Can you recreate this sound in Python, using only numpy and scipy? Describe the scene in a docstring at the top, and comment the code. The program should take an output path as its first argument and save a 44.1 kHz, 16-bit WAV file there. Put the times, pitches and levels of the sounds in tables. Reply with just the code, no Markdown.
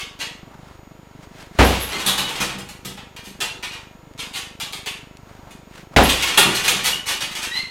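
"""Two hard kicks thud into a heavy bag in a small, bare gym and overload a camera's microphone.
Each is a slap of shin on vinyl, a thud in the filling and a boom in the room. The bag swings on its
chain: colliding links rattle in bursts, the swivel sticks and squeaks, the ceiling mount knocks.
Clothes rustle and feet scuff and land on the mat around the kicks. Underneath, the camera's
electronics add hiss, a thin whine, a low flutter and a few dry ticks."""
import sys
import numpy as np
from scipy import signal
from scipy.fft import rfft, irfft, next_fast_len
from scipy.io import wavfile
from scipy.ndimage import map_coordinates

SR = 44100
rng = np.random.default_rng(int(sys.argv[2]) if len(sys.argv) > 2 else 0)


def waveform_to_disk(signal):
    """Save audio, clipped to [-1, 1], as 16-bit WAV at the path in sys.argv[1]."""
    frames = np.transpose(np.atleast_2d(signal))
    scaled = np.clip(frames, -1, 1) * 32767
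    samples = np.round(scaled).astype(np.int16)
    wavfile.write(sys.argv[1], SR, samples)


N = 339570
TIME = np.arange(N) / SR
SECOND = TIME[:SR]

# The two kicks. Each row: start in seconds, gains of slap-following thud, slap and boom in dB,
# thud attack in seconds, chain shake in dB, extra clank of the tossed bag in dB.
KICKS = [(1.5875, -4.5, -15.5, -11.5, 0.0066, -30, 8.5), (5.963, -4.5, -6.5, -15, 0.0042, -22, 3.5)]


def kicks(slap_t60=0.13, bloom_s=0.0056):
    """The shin slaps the vinyl cover, then sinks into the filling and sets the room booming."""
    # Tone of the cover and of the filling. Each row: frequency in Hz, relative level in dB.
    slap_tone = [(100, -64), (600, 2), (1700, 0), (3500, -4.5), (6000, -15.5), (15000, -32)]
    thud_tone = [(18, -26), (35, 2), (65, -22), (135, -7.5), (280, -7.5), (520, -6.5), (620, -10),
                 (750, -6.5), (1150, -12), (1700, -15), (3350, -22.5), (5000, -31), (9000, -39),
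                 (15000, -48)]
    # Decay of the thud. Each row: frequency in Hz, t60 in seconds.
    thud_decay = [(40, 0.3), (130, 0.61), (400, 0.48), (1500, 0.36), (8000, 1)]
    # Modes of bag and room. Each row: frequency in Hz, relative level in dB, t60 in seconds.
    boom_modes = [(62.5, 4.5, 0.62), (90.5, -4.5, 0.64), (200.6, -13.5, 0.72), (271.4, 3.5, 0.26),
                  (355, -1, 0.16), (420, -2, 0.087), (536, -12.5, 0.46), (708, -19, 0.12),
                  (768, -8.5, 0.44)]
    out = np.zeros(N)
    for start, thud_db, slap_db, boom_db, swell_s, *_ in KICKS:
        slap = noise(slap_tone, SR) * fade(SECOND, slap_t60)
        thud = damped(noise(thud_tone, SR), thud_decay) * attack(swell_s)
        boom = struck(boom_modes) * attack(bloom_s)  # standing waves take a moment to build
        add(out, start, amp(slap_db) * slap + amp(thud_db) * thud + amp(boom_db) * boom)
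    return out


def chain(ring_db=-2, scatter_db=3, low_hz=1700, high_hz=5600, tilt_per_db=0.14):
    """Collisions ring the steel, each burst favouring other links: heavy ones clank, light ones jingle."""
    # Modes of the chain and its hanger, in Hz.
    link_hz = [487, 900, 1125, 1486, 1822, 1971, 2218, 2410, 2488, 2738, 2871, 2966, 3225, 3331, 3394, 3687,
               4222, 4625, 6228, 8032, 8387, 8795, 9265, 9873]
    # Tone of a bare link click. Each row: frequency in Hz, relative level in dB.
    click_tone = [(150, -6), (250, -1.5), (367, 2), (500, 1), (620, 0), (802, 6.5), (1100, 4.5), (1220, 5),
                  (1450, 3), (2090, 0.5), (2810, 3.5), (3770, -2), (5540, -20.5), (9010, -32.5),
                  (12500, -36), (16000, -51)]
    hz, out = np.fft.rfftfreq(SR, 1 / SR), np.zeros(N)
    modes = np.array([resonance(hz, centre, width_hz=24 * np.sqrt(centre / 2500)) for centre in link_hz])
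    below_low, below_high = (1 / (1 + (hz / edge) ** 8) for edge in (low_hz, high_hz))
    split = np.array([below_low, below_high - below_low, 1 - below_high])  # clank, body, jingle
    split *= amp(along(click_tone, hz))
    for start, db, length, jingle_db, rate in bursts():
        mode_db = ring_db - scatter_db * np.clip(rng.standard_normal(len(link_hz)), -2, 2)
        steel = 1 + amp(mode_db) @ modes
        tilt = np.clip(tilt_per_db * (jingle_db + 5), -1, 1)  # sharper contacts reach higher
        bands = split * np.maximum(1, hz / high_hz) ** tilt
        band_rms = np.sqrt(np.mean((bands * abs(steel)) ** 2, axis=1))
        colour = (amp([clank_db(start), 0, jingle_db]) / band_rms) @ bands
        rattle = irfft(rfft(contacts(length, rate)) * steel * colour, SR)[:SR // 2]
        add(out, start, amp(db) * gym(rattle))
    return out


def bursts(jerk_rate=1700, shake_rate=260, shakes=12):
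    """The swinging bag jerks its chain; after a kick the slack links shake in weakening bursts."""
    # Jerks of the chain. Each row: start in seconds, gain in dB, length in seconds,
    # jingle in dB against the body of the rattle.
    jerks = [(0.0, -26.5, 0.021, -7), (0.191, -25, 0.045, -5.5), (1.694, -23.5, 0.024, -10),
             (1.76, -32.5, .035, -12), (1.922, -24, .02, -6), (1.985, -28, 0.039, -1.5),
             (2.061, -20, 0.04, 1), (2.178, -21, 0.021, 0), (2.28, -32, 0.038, 0),
             (2.352, -28, 0.028, -4.5), (2.403, -20.5, 0.029, -1.5), (2.495, -30, .015, -15),
             (2.585, -35, 0.019, 0.5), (2.689, -36, 0.016, 0.5), (2.849, -31, .018, 2),
             (2.972, -33, 0.016, -11), (3.164, -30.5, 0.0087, -5.5), (3.238, -41, 0.049, 1.5),
             (3.404, -20.5, 0.028, -3), (3.627, -26.5, 0.027, -5), (3.709, -33.5, 0.046, -6.5),
             (4.178, -29.5, 0.054, -3), (4.334, -26.5, 0.053, -2), (4.6, -24, 0.025, -3),
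             (4.726, -27, .018, -3), (4.861, -24.5, .018, -3), (5.508, -41, 0.012, -1),
             (6.086, -18, 0.026, 0), (6.224, -17.5, .018, -2), (6.275, -20, 0.016, -4),
             (6.375, -5, 0.016, -8.5), (6.541, -21, 0.034, 0), (6.635, -21.5, 0.041, 0),
             (6.68, -12, 0.012, 0), (6.838, -19, 0.045, 2), (7.059, -21.5, 0.069, -1),
             (7.207, -21.5, 0.023, -3), (7.312, -30.5, 0.022, -3.5), (7.352, -26, 0.029, -1.5),
             (7.42, -24.5, 0.034, -2), (7.529, -30, 0.061, -4)]
    delay_s, gap_s, length_s = 0.065, 0.075, 0.062
    sag_db_per_s, jingle_db = 5.5, -5.5
    rows = [(*jerk, jerk_rate) for jerk in jerks]
    for kick, *_, shake_db, _ in KICKS:
        for k, (stagger, scatter_db) in enumerate(rng.uniform(-1, 1, (shakes, 2))):
            since = delay_s + gap_s * (k + 0.2 * stagger)
            db = shake_db - sag_db_per_s * since + scatter_db
            rows.append((kick + since, db, length_s, jingle_db, shake_rate))
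    return rows


def clank_db(now, calm_db=-11, settle_s=1.88):
    """Low clank against the body of the rattle: heavier while the bag still tosses from a kick."""
    return calm_db + sum(toss_db * np.exp(-((now - kick) / settle_s) ** 2)
                         for kick, *_, toss_db in KICKS if now > kick)


def contacts(length, rate=1700, spread_db=4, snap_s=0.016):
    """Link after link collides, about rate times a second: a run of clicks that swells and stops."""
    progress = SECOND / length
    hits = (rng.random(SR) < rate / SR) * rng.choice([-1, 1], SR)
    clicks = hits * amp(spread_db * np.clip(rng.standard_normal(SR), -2, 2))
    clicks[0] = 2  # the contact that sets the others off
    onset = snap_s / max(length, snap_s)  # short bursts start at full force, longer ones creep in
    swell = np.minimum(1, onset + 2 * progress) * np.exp(-progress ** 3)
    run = clicks * swell
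    return run * np.linalg.norm(swell) / np.linalg.norm(run)


def clinks(catch_s=0.018, clang_width_hz=830, high_hz=9280, high_width_hz=5200):
    """A taut link grinds on its neighbour and rings in a few bright bands."""
    # The tossed bag tugs at its rings. Each row: start in seconds, gain in dB, length in seconds.
    tugs = [(1.648, -28, 0.016), (1.796, -29, 0.043), (6.032, -24.5, 0.02), (6.135, -42, .035)]
    # Modes of those rings. Each row: frequency in Hz, width in Hz, relative level in dB.
    ring_modes = [(11070, 370, 1), (12450, 990, 0)]
    # A link catches the bag's full weight. Each row: start in seconds, clang pitch in Hz,
    # gains of the clang and of the high ring in dB.
    catches = [(2.063, 3660, -13.5, -18), (2.178, 3850, -20, -37), (3.403, 1650, -31, -40),
               (3.63, 2530, -30, -48), (4.863, 2490, -27.5, -44), (6.088, 3400, -15.5, -37),
               (6.376, 3420, -11.5, -9.5), (6.68, 3430, -19, -23)]
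    notes = [(start, pitch_hz, width_hz, db + ring_db, length)
             for start, db, length in tugs for pitch_hz, width_hz, ring_db in ring_modes]
    for start, pitch_hz, clang_db, high_db in catches:
        notes.append((start, pitch_hz, clang_width_hz, clang_db, catch_s))
        notes.append((start, high_hz, high_width_hz, high_db, catch_s))
    out = np.zeros(N)
    for start, pitch_hz, width_hz, db, length in notes:
        grind = contacts(length)[:SR // 2]
        clink = filtered(grind, lambda hz: resonance(hz, pitch_hz, width_hz) ** 2)
        add(out, start, amp(db) * gym(clink) * np.linalg.norm(grind) / np.linalg.norm(clink))
    return out


def swivel(gain_db=3, waver_db=3.5, crest=0.97):
    """Steel sticks and slips on the hook: an unsteady, rising squeak, its octave strongest midway."""
    # Squeaks. Each row: start and length in seconds, first and top pitch in Hz, relative level in dB,
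    # octave in dB against the fundamental, jitter as a share of the pitch.
    squeaks = [(1.909, 0.054, 1960, 2094, -26.5, -8, .01), (6.916, 0.04, 2850, 2890, -18.5, -26, .022),
               (7.487, .15, 1785, 2120, -22.5, 4.5, 0.0067)]
    out = np.zeros(N)
    for start, length, first_hz, top_hz, db, octave_db, jitter in squeaks:
        progress = np.clip((TIME - start) / length, 0, 1)
        hz = first_hz + (top_hz - first_hz) * np.sin(np.pi / 2 * progress / crest)
        phase = 2 * np.pi * np.cumsum(hz * (1 + jitter * wobble(300))) / SR
        pressure = abs(np.sin(np.pi * progress ** 1.3))
        octave = amp(octave_db) * pressure ** 2.2 * np.sin(2 * phase)
        out += amp(db) * (pressure * np.sin(phase) + octave)
    return out * amp(gain_db + waver_db * wobble(120))


def mount(gain_db=-9, rise_s=0.0025):
    """The chain snaps taut and knocks its mount, which makes the ceiling beam hum."""
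    # Knocks. Each row: start in seconds, relative level in dB.
    knocks = [(1.702, -26), (2.06, -25), (2.185, -28.5), (2.402, -25), (2.548, -31.5), (2.848, -31.5),
              (3.271, -39.5), (6.454, -24), (6.75, -29.5)]
    # Modes of the beam. Each row: frequency in Hz, relative level in dB, t60 in seconds.
    beam_modes = [(63, -6, 1), (133.5, 0.5, 0.69), (193.5, 8, 0.48), (254, 1.5, 0.19), (325, -0.5, 0.18),
                  (376, -1, 0.25), (384, -3, 0.61), (487, -7, 0.88)]
    out = np.zeros(N)
    for start, db in knocks:
        add(out, start, amp(db + gain_db) * struck(beam_modes) * attack(rise_s))
    return out


def steps(t60=0.42, rise_s=0.011):
    """A foot comes down dully on the foam mat."""
    # Footfalls. Each row: start in seconds, gain in dB.
    footfalls = [(1.93, -27), (2.405, -33), (6.377, -22), (6.45, -20.5)]
    # Tone of the mat. Each row: frequency in Hz, relative level in dB.
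    mat_tone = [(40, -37), (130, -6), (240, -4.5), (380, -4), (520, -24), (1200, -11), (5000, -60)]
    out = np.zeros(N)
    for start, db in footfalls:
        add(out, start, amp(db) * noise(mat_tone, SR) * fade(SECOND, t60) * attack(rise_s))
    return out


def clothes(scuff_db=-3, swish_db=-1, grain_db=1.8):
    """Socks scuff the mat and sleeves swish as the kicker winds up; each move swells and fades."""
    # Moves. Each row: peak time and half length in seconds, relative scuff and swish levels in dB.
    moves = [(0.525, 0.078, -45, -57), (0.69, 0.12, -47.5, -52), (1.236, .02, -53, -49),
             (1.37, 0.32, -66, -55), (1.411, 0.051, -50, -43), (1.582, 0.042, -47, -40.5),
             (5.325, 0.13, -48, -52), (5.5, 0.072, -43.5, -54), (5.778, 0.074, -53, -43),
             (5.939, 0.014, -37, -47)]
    # Tone of socks and of sleeves. Each row: frequency in Hz, relative level in dB.
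    scuff_tone = [(150, 5), (400, -2), (750, 3.5), (1500, -2), (3000, -46)]
    swish_tone = [(600, -7), (1800, -5.5), (4000, -12), (8000, -19.5), (15000, -31)]
    scuff = sum(amp(db + scuff_db) * hump(peak, half_length) for peak, half_length, db, _ in moves)
    swish = sum(amp(db + swish_db) * hump(peak, half_length) for peak, half_length, _, db in moves)
    return (scuff * noise(scuff_tone, N) + swish * noise(swish_tone, N)) * amp(grain_db * wobble(150))


def gym(x, direct_db=-8, wet_db=-1.35, build_s=0.00011):
    """Bare walls answer almost at once; the echo pattern is new wherever the chain has swung to."""
    # Reverb time. Each row: frequency in Hz, t60 in seconds.
    room_decay = [(150, 1), (600, 0.55), (1400, 0.52), (3500, 0.44), (9500, 0.36), (15000, 0.26)]
    tail = damped(rng.standard_normal(SR // 2), room_decay) * attack(build_s)[:SR // 2]
    reverb = signal.fftconvolve(x, tail / np.linalg.norm(tail))[:len(x)]
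    return amp(direct_db) * x + amp(wet_db) * reverb


def camera(hiss_db=-51, whine_db=-1):
    """Steady hiss with the thin whine and flutter of the electronics."""
    # Tone of the hiss and partials of the whine. Each row: frequency in Hz, relative level in dB.
    hiss_tone = [(20, -6), (60, 1), (150, -12.5), (400, -1), (1000, -7), (2500, -14), (5000, -21.5),
                 (10000, -30), (16000, -41)]
    partials = [(947.5, -61), (1346, -64), (2169, -68), (6751, -66.5), (13501, -72), (15369, -81)]
    whine = sum(amp(db + whine_db) * np.sqrt(2) * np.sin(2 * np.pi * hz * TIME + 0.41 * wobble(17))
                for hz, db in partials)
    return amp(hiss_db) * noise(hiss_tone, N) + whine + flutter()


def flutter(frame_hz=25, gain_db=-35, spread_db=3, repeat_chance=0.65, repeat_db=-2):
    """Electrical interference: once a frame the signal dips sharply and rebounds, often twice."""
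    first_s, rebound_s, latest_repeat_s = 0.0315, 0.00211, 0.00772
    out, t = np.zeros(N), SECOND[:SR // 40]
    grit = 1 + 0.22 * wobble(1100)

    def pulse(at, rise_s=0.0004, fall_s=0.002):
        age = np.maximum(t - at, 0)
        return 2 * np.exp(-age / fall_s) * (1 - np.exp(-age / rise_s))

    def dip(at):
        return 0.85 * pulse(at + rebound_s) - pulse(at)

    for k, (size, chance, delay) in enumerate(rng.random((int(N / SR * frame_hz), 3))):
        repeat_s = rebound_s / 2 + delay * (latest_repeat_s - rebound_s / 2)
        dips = dip(0) + (chance < repeat_chance) * amp(repeat_db) * dip(repeat_s)
        gain = amp(gain_db + spread_db * (size - 0.5))
        add(out, first_s + k / frame_hz, gain * dips * grit[k * len(t):][:len(t)])
    return out


def ticks(gain_db=2, t60=0.0057):
    """Now and then the electronics tick, dry and very short."""
    # Ticks. Each row: start in seconds, relative level in dB.
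    cues = [(3.5724, -44), (4.1375, -46), (5.171, -35.5)]
    # Tone of a tick. Each row: frequency in Hz, relative level in dB.
    tick_tone = [(500, -2), (2500, 12), (8000, 3), (16000, -14)]
    out = np.zeros(N)
    for start, db in cues:
        add(out, start, amp(db + gain_db) * noise(tick_tone, SR) * fade(SECOND, t60))
    return out


def amp(db):
    """Decibels to gain."""
    return 10 ** (np.asarray(db) / 20)


def along(points, hz):
    """Read a curve of (Hz, value) points on a log frequency axis."""
    freqs, values = np.transpose(points)
    return np.interp(np.log(hz + 1), np.log(freqs + 1), values)


def add(track, start_s, sound):
    """Mix a sound into a track from start_s on."""
    start = max(0, round(start_s * SR))
    track[start:start + len(sound)] += sound[:N - start]


def filtered(x, response):
    """Shape x with a gain that depends on frequency."""
    size = next_fast_len(len(x) + SR // 2)
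    return irfft(rfft(x, size) * response(np.fft.rfftfreq(size, 1 / SR)), size)[:len(x)]


def noise(tone, size):
    """Coloured noise of rms 1."""
    x = filtered(rng.standard_normal(size), lambda hz: amp(along(tone, hz)))
    return x / np.sqrt(np.mean(x ** 2) + 1e-20)


def wobble(rate):
    """A smooth random curve, rate knots a second."""
    return map_coordinates(rng.standard_normal(int(N * rate / SR) + 4), [TIME * rate])


def attack(rise_s):
    """A one-second envelope that rises towards 1 with time constant rise_s."""
    return 1 - np.exp(-SECOND / rise_s)


def fade(t, t60):
    """Exponential decay, 60 dB down at t60."""
    return np.exp(-np.log(1000) * t / t60)


def hump(peak_s, half_length):
    """A smooth rise and fall around peak_s."""
    return 1 / np.cosh(np.clip(2 * (TIME - peak_s) / half_length, -20, 20))


def damped(x, decays):
    """Each frequency of x dies at its own speed."""
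    hz, t, spectra = signal.stft(x, SR, nperseg=256)
    return signal.istft(spectra * fade(t, along(decays, hz)[:, None]), SR, nperseg=256)[1][:len(x)]


def struck(modes):
    """One second of struck modes, with random phases and slightly varied strengths."""
    return sum(amp(db + rng.standard_normal()) * fade(SECOND, t60)
               * np.sin(2 * np.pi * (hz * SECOND + rng.random())) for hz, db, t60 in modes)


def resonance(hz, centre_hz, width_hz):
    """Response of one mode, 1 at its centre."""
    return 1j * hz * width_hz / (centre_hz ** 2 - hz ** 2 + 1j * hz * width_hz)


def scene():
    """Bag, chain, kicker and electronics mixed in mono."""
    squeak = gym(swivel(), direct_db=-4.5, wet_db=-6.5)
    return (kicks() + mount() + steps() + chain() + clinks() + squeak + clothes() + camera() + ticks())[None]


def record(dry, top_hz=16100, ceiling=0.74, hardness=10):
    """The overloaded input stage flattens the loudest peaks; nothing passes above top_hz."""
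    heard = filtered(dry[0], lambda hz: hz < top_hz)
    flattened = heard / (1 + abs(heard / ceiling) ** hardness) ** (1 / hardness)
    return filtered(flattened, lambda hz: hz < top_hz)[None]


dry = scene()
out = record(dry)
waveform_to_disk(out)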